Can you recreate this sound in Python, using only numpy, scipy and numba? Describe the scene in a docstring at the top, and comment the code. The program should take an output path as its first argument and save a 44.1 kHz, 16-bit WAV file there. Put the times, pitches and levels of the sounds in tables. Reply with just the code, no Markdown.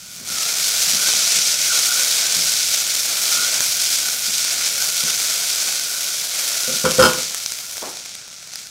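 """In a kitchen, diced onions fry in oil in a deep steel saucepan, stirred with a soft spatula; one microphone.
Farthest back is the faint low air of the room and its dull reflections, made of shaped and fading noise.
The spatula bumps the pan, is knocked twice on its rim and laid on the counter: clicks set resonances ringing.
In front, steam bubbles burst in a dense sizzle of random clicks and noise, coloured by the hollow of the pan;
larger bubbles spit, each a short burst of bright noise with a dull puff."""
import sys
import numpy as np
from scipy import signal
from scipy.fft import rfft, irfft, next_fast_len
from scipy.io import wavfile
from numba import njit

SR = 44100
rng = np.random.default_rng(int(sys.argv[2]) if len(sys.argv) > 2 else 0)


def pcm_store(signal):
    """Save signal as 16-bit PCM."""
    levels = np.round(np.clip(np.atleast_2d(signal), -1, 1) * 32767)
    wavfile.write(sys.argv[1], SR, levels.astype(np.int16).T)


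N = 383669   # samples, 8.7 s
SIZE = next_fast_len(N + SR)   # transform length, with room for one second of tail
HZ = np.maximum(np.arange(SIZE // 2 + 1) * SR / SIZE, 1)


def from_db(db):
    """Decibels to gain."""
    return 10 ** (np.asarray(db) / 20)


def rms_one(x):
    """Scales to rms 1."""
    return x / np.sqrt(np.mean(x ** 2) + 1e-20)


def in_time(rows):
    """Reads a (start_s, value) curve at every sample."""
    return np.interp(np.arange(N) / SR, *np.transpose(rows))


def colour(points):
    """Causal frequency response with the given magnitude in dB, by folding the cepstrum."""
    hz, db = np.transpose(points)
    log_gain = np.interp(np.log(HZ), np.log(hz), db) * np.log(10) / 20
    cepstrum = irfft(log_gain, SIZE)
    cepstrum[1:SIZE // 2] *= 2
    cepstrum[SIZE // 2 + 1:] = 0
    return np.exp(rfft(cepstrum))


def through(x, response):
    """Filters by a frequency response."""
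    return irfft(rfft(x, SIZE) * response, SIZE)[:N]


def drift(rate_hz):
    """Slow random wander of rms 1: noise through two equal low-pass poles."""
    r = np.exp(-2 * np.pi * rate_hz / SR)
    wander = signal.lfilter([1], [1, -2 * r, r * r], rng.standard_normal(N + SR))
    return rms_one(wander[SR:])   # the first second lets the filter settle


def clicks(times, gains):
    """One sample at each time in seconds."""
    out = np.zeros(N)
    np.add.at(out, np.round(np.asarray(times) * SR).astype(int), gains)
    return out


def ring(x, hz, t60):
    """Damped resonance: a unit click sets a sine of height 1 ringing, down 60 dB after t60 seconds."""
    r, w = from_db(-60 / (t60 * SR)), 2 * np.pi * hz / SR
    return signal.lfilter([0, np.sin(w)], [1, -2 * r * np.cos(w), r * r], x + 1e-18)


@njit
def two_pole(x, pull, r):
    """Resonance whose centre may change at every sample."""
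    y = np.zeros(len(x))
    for i in range(2, len(x)):
        y[i] = x[i] - x[i - 2] + pull[i] * y[i - 1] - r * r * y[i - 2]
    return y


# tone of the kitchen air: pitch_hz [Hz], level_db [dB per Hz, relative]
AIR_TONE = [(25, -27), (45, -14), (65, -1.5), (100, -6), (170, 1), (260, -10), (500, -19.5), (1500, -19.5)]
# loudness of the kitchen air at the microphone: start_s [s], level_db [dB rms]
AIR_LEVEL = [(0, -48.5), (0.4, -46.5), (4.8, -47), (6.0, -51), (8.7, -53)]


def kitchen_air():
    """The low noise of the room's air: random noise weighted to the bass, at a slowly changing level."""
    air = through(rng.standard_normal(N), colour(AIR_TONE))
    return from_db(in_time(AIR_LEVEL)) * rms_one(air)


KITCHEN_T60_S, KITCHEN_BUILD_S, KITCHEN_CUT_HZ = 0.42225, 0.01343, 1644


def kitchen_reflections(x):
    """Reflections off the room build up over some milliseconds and die away, dull."""
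    t = np.arange(SR) / SR
    fading = rng.standard_normal(SR) * from_db(-60 * t / KITCHEN_T60_S)
    tail = fading * (1 - np.exp(-t / KITCHEN_BUILD_S))
    response = rfft(tail / np.linalg.norm(tail), SIZE)
    return through(x, response / (1 + 1j * HZ / KITCHEN_CUT_HZ))


# spatula laid on the counter, a single row: start_s [s], level_db [dB], tap pitch_hz [Hz], tap t60_s [s],
# low_hz and high_hz [Hz], the edges of the counter's thud
COUNTER_TAP = (7.817, -16, 1151.5, 0.0004, 245, 1099.5)


def laid_down():
    """One contact with the counter gives a very short tap and a band-limited dull thud."""
    s, level_db, tap_hz, t60, low_hz, high_hz = COUNTER_TAP
    contact = clicks([s], from_db(level_db))
    band = signal.butter(2, [low_hz, high_hz], "band", fs=SR, output="sos")
    return ring(contact, tap_hz, t60), signal.sosfilt(band, contact)


# spatula on pan wall, bottom and rim: start_s [s], level_db [dB], hardness_hz [Hz, softer contact = lower]
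SPATULA_BLOWS = [(.2, -37.5, 280.5), (0.303, -36.5, 202), (.873, -38, 199.7), (0.934, -34.5, 280.1),
                 (1.148, -35.5, 199.7), (1.362, -37.5, 249.2), (2.367, -35, 250.6), (2.426, -44, 200),
                 (3.38, -36.5, 200), (3.6, -47.5, 500), (4.282, -38.5, 250.4), (5.036, -37, 400.3),
                 (6.678, -35.5, 502.7), (6.714, -30.5, 248.3), (6.842, -23, 700), (6.852, -30, 4990),
                 (6.985, -19, 700), (6.993, -26.5, 10050), (7.023, -28, 9040), (7.051, -31, 8010),
                 (7.167, -32.5, 249.3), (7.23, -47.5, 199.7)]
# ringing modes of the pan and its iron stand: pitch_hz [Hz], level_db [dB], t60_s [s]
PAN_MODES = [(90, -8, .25), (171, -2, 0.3), (224, -2, 0.27), (246, -4, 0.3), (327, -8, 0.35),
             (387, -6, 0.39), (454, -8, .25), (517, 6, 0.4), (550, -6, 0.2), (633, -10, 0.4),
             (860, -10, .3), (1022, -9, 0.3), (1093, -6.5, 0.36), (1180, -6, 0.3), (1298, -9, .25),
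             (1375, 4, 0.2), (1440, 5, 0.22), (1550, -12, 0.2), (1814, -8, 0.2), (2275, -8, .12),
             (2700, -10, .08), (3150, 1, 0.11), (3720, -5, .08), (4330, -6, .08), (5110, 2, .12),
             (6024, -5, .08), (6800, -4, .08), (7600, -5, .07), (8253, -4, .08), (10200, -6, .06)]
PAN_LOW_HZ = 105   # the pan radiates little below this
LUCK_DB = 2.162   # spread of mode strength from blow to blow
CHATTER_PER_S, CHATTER_S = 2500, 0.032   # mean rate of touches on the stand, time constant of their dying
CHATTER_DB = -27   # chatter fed into the ringing
CLATTER_DB, CLATTER_DB_PER_OCTAVE = -5, 6.0   # bare clatter: level at 1 kHz, rise towards the treble
CLATTER_CYCLES = 30.0   # cycles of a mode in the clatter's t60


def pan():
    """A blow strikes every mode with a strength of its own, then the pan chatters on its stand:
    the touches feed the ringing and each clatters briefly in the same modes."""
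    s, blow_db, hard_hz = np.transpose(SPATULA_BLOWS)
    luck_db = rng.normal(0, LUCK_DB, (len(SPATULA_BLOWS), len(PAN_MODES)))
    touches = rng.standard_normal(N) * (rng.random(N) < CHATTER_PER_S / SR)
    dying = [1, -np.exp(-1 / (CHATTER_S * SR))]
    out = 0
    for k, (hz, mode_db, t60) in enumerate(PAN_MODES):
        reach = 1 / (1 + (hz / hard_hz) ** 3)   # a soft contact misses the high modes
        blows = clicks(s, reach * from_db(blow_db + mode_db + luck_db[:, k]))
        chatter = touches * signal.lfilter([1], dying, blows + 1e-18)
        ringing = ring(blows + from_db(CHATTER_DB) * chatter, hz, t60)
        clatter_db = CLATTER_DB + CLATTER_DB_PER_OCTAVE * np.log2(hz / 1000)
        clatter = ring(from_db(clatter_db) * chatter, hz, CLATTER_CYCLES / hz)
        out = out + ringing + clatter
    radiated = signal.butter(3, PAN_LOW_HZ, "high", fs=SR, output="sos")
    return signal.sosfilt(radiated, out)


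# tone of the frying as it leaves the pan, humps are resonances of the hollow: pitch_hz [Hz], level_db [dB per Hz]
HOLLOW_TONE = [(150, -32.5), (250, -19.5), (379, -17), (421, -15), (684, -10), (918, -17), (1210, -13),
               (1470, -6.5), (1900, -10.5), (2260, -5), (2840, -8.5), (3200, -5.5), (5880, 0.5),
               (15000, -16), (15800, -19.5)]


def pan_hollow():
    """The air in the deep pan colours what bursts inside it, as a frequency response."""
    return colour(HOLLOW_TONE)


# lone large bubbles: start_s [s], peak level_db [dB], body_db [dB, dull puff against the peak]
LARGE_BUBBLES = [(0.3204, -16.5, -21), (0.8044, -9.5, -20), (1.036, -6.5, -17), (1.0868, -3, -11),
                 (1.1368, -1, -15.5), (3.606, -0.5, -13.5), (4.0863, -8, -15.5), (4.3807, -11, -17.5),
                 (4.449, -4, -14.5), (4.543, -8, -17), (4.8234, -3, -15.5), (5.661, -14, -15.5),
                 (6.6343, -3.5, -18), (6.6456, -9.5, -18), (6.91, -4.5, -13), (6.9181, -1.5, -13.5),
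                 (7.1334, -5, -16), (7.1874, -11.5, -15.5), (7.3086, -11, -20), (7.346, -6.5, -20),
                 (7.3808, -14, -19), (7.4613, -5.5, -17), (7.5208, -5, -16.5), (7.5885, -11.5, -23.5),
                 (7.7695, -10, -20), (7.7802, -11, -16.5), (7.9707, -15, -15), (8.0594, -16.5, -14.5),
                 (8.1523, -16.5, -12.5), (8.2792, -23, -5.5), (8.4744, -23, -12), (8.536, -17.5, -16),
                 (8.557, -11.5, -17.5)]


def spits(burst_s, body_hz):
    """Each large bubble bursts as about a millisecond of bright noise with a dull, short-lived puff."""
    s, peak_db, body_db = np.transpose(LARGE_BUBBLES)
    fade = np.exp(-np.arange(200) / (burst_s * SR))
    burst = np.convolve(clicks(s, 1), fade)[:N] * rng.standard_normal(N)
    bright = through(burst, pan_hollow())
    at = np.round(s * SR).astype(int)
    tops = np.array([np.abs(bright[i:i + 100]).max() for i in at])
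    # each gain brings its spit to the listed peak and holds until the next one
    strength = np.repeat(from_db(peak_db) / tops, np.diff(np.append(at, N)))
    bright[at[0]:] *= strength
    puff = ring(clicks(s, from_db(peak_db + body_db)), body_hz, 0.002982)
    return bright + puff


# vigour of the frying, as level of the sizzle: start_s [s], level_db [dB rms]
FRYING_VIGOUR = [(0.0, -40), (0.24, -35), (0.31, -24), (0.46, -22), (0.6, -18.5), (0.7, -17.5),
                 (1.2, -18.5), (1.48, -17.5), (1.55, -20), (1.62, -18), (1.9, -17.5), (2.13, -18),
                 (2.69, -19.5), (2.98, -21), (3.08, -20), (3.27, -19.5), (3.97, -19.5), (4.12, -22.5),
                 (4.38, -22.5), (4.48, -24), (4.53, -21.5), (5.11, -21), (5.69, -22), (5.77, -21.5),
                 (5.99, -25), (6.2, -23), (6.35, -21), (6.83, -23), (7.17, -26), (7.56, -30.5),
                 (7.73, -31.5), (8.29, -36.5), (8.51, -38), (8.56, -34), (8.7, -39.5)]
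# fine top hiss: start_s [s], level_db [dB against the sizzle]
TOP_HISS = [(0, -11), (0.6, -9), (1.5, -11.5), (2.5, -10), (4, -9), (5.6, -8.5), (6.6, -7.5), (7.2, -9),
            (7.75, -6.5), (8.25, -22.5), (8.7, -12.5)]
# narrow, wandering resonance of the frying near 1450 Hz, flaring briefly at times, once with a spit:
# start_s [s], pitch_hz [Hz], level_db [dB rms]
WANDERING_HUMP = [(0.2, 1492, -55.5), (0.22, 1449, -67.5), (0.29, 1465, -39), (0.42, 1349, -40.5),
                  (0.6, 1497, -40.5), (0.9, 1457, -49), (1.08, 1528, -30.5), (1.16, 1414, -41),
                  (1.67, 1536, -49.5), (1.71, 1500, -25), (1.82, 1402, -44.5), (1.91, 1440, -29.5),
                  (2.11, 1559, -43.5), (3.27, 1423, -48.5), (3.4, 1447, -31), (3.56, 1533, -43.5),
                  (4.76, 1444, -47.5), (4.83, 1533, -31.5), (4.85, 1454, -38.5), (5.66, 1517, -48.5),
                  (6.12, 1487, -37.5), (6.17, 1460, -61), (6.74, 1449, -38.5), (6.8, 1434, -47)]
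HUMP_WIDTH_HZ, HUMP_FADE_DB_PER_S = 182.83, 11   # width of each of two passes; fade after the last row
FULL_DB = -20   # vigour at which the burst rate and the fizz level hold
FIZZ_DB, FIZZ_FOLLOWS = -37, 0.8748   # wet low fizz: level, share of the sizzle's swing in dB
BURSTS_FOLLOW = 0.4   # bursts thin out as the frying calms: dB of rate (20 log) per dB of vigour


def bubbling(per_s, spread_db, steam, clump_db):
    """Steam bubbles burst at random in uneven sizes over smooth steam, and swell together in clumps."""
    sizes_db = spread_db * np.minimum(rng.exponential(1, N), 5)
    sizes = from_db(sizes_db) * rng.choice([-1, 1], N)
    share = from_db(BURSTS_FOLLOW * (in_time(FRYING_VIGOUR) - FULL_DB))
    happens = rng.random(N) < per_s * share / SR
    bursts = rms_one(sizes * happens / np.sqrt(share))   # fewer bursts are taller, to hold the power
    clumps = 0.6351 * drift(15.974) + drift(143.16) + 0.8426 * drift(400)
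    return (bursts + steam * rng.standard_normal(N)) * from_db(clump_db * clumps)


def wandering_resonance(source):
    """The bubbling excites a narrow resonance, two passes deep, whose pitch wanders."""
    s, hump_hz, _ = np.transpose(WANDERING_HUMP)
    r = np.exp(-np.pi * HUMP_WIDTH_HZ / SR)
    pull = 2 * r * np.cos(2 * np.pi * np.interp(np.arange(N) / SR, s, hump_hz) / SR)
    return two_pole(two_pole(source, pull, r), pull, r)


def sizzle(per_s, spread_db, steam, clump_db, patchy_db):
    """One bubbling feeds sizzle, low fizz, top hiss and wandering resonance; each swells on its own."""
    source = bubbling(per_s, spread_db, steam, clump_db)
    low = 1 / (1 + (HZ / 2000) ** 6)
    top = 1 / (1 + (10000 / HZ) ** 8)
    hollow, sizzle_db = pan_hollow(), in_time(FRYING_VIGOUR)
    fizz_db = FIZZ_DB + FIZZ_FOLLOWS * (sizzle_db - FULL_DB)
    s, _, hump_db = np.transpose(WANDERING_HUMP)
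    t = np.arange(N) / SR
    flaring_db = np.interp(t, s, hump_db) - HUMP_FADE_DB_PER_S * np.maximum(t - s[-1], 0)
    layers = ((through(source, hollow * (1 - low - top)), sizzle_db),
              (through(source, hollow * low), fizz_db),
              (through(source, hollow * top), sizzle_db + in_time(TOP_HISS)),
              (wandering_resonance(source), flaring_db))
    return sum(from_db(level_db + patchy_db * drift(3.83)) * rms_one(x) for x, level_db in layers)


def scene():
    """Everything reaches the one microphone, which feeds both channels alike."""
    air = kitchen_air()
    tap, thud = laid_down()
    blows = pan()
    spit = spits(burst_s=0.000854, body_hz=906.6)
    fry = sizzle(per_s=6000, spread_db=3.0, steam=0.8638, clump_db=0.985, patchy_db=1.0352)
    # the thud is heard only by way of the room
    echo = kitchen_reflections(from_db(-9) * blows + from_db(34) * thud + from_db(-15) * spit)
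    return np.tile(fry + spit + blows + tap + echo + air, (2, 1))


CUTOFF_HZ = 15720


def record(dry):
    """The microphone's chain rounds the peaks and cuts the treble steeply above the cutoff."""
    rounded = 1.2 * np.tanh(dry / 1.2)
    top_cut = signal.ellip(10, .3, 80, CUTOFF_HZ, fs=SR, output="sos")   # 0.3 dB ripple, 80 dB down
    return signal.sosfilt(top_cut, rounded)


dry = scene()
out = record(dry)
pcm_store(out)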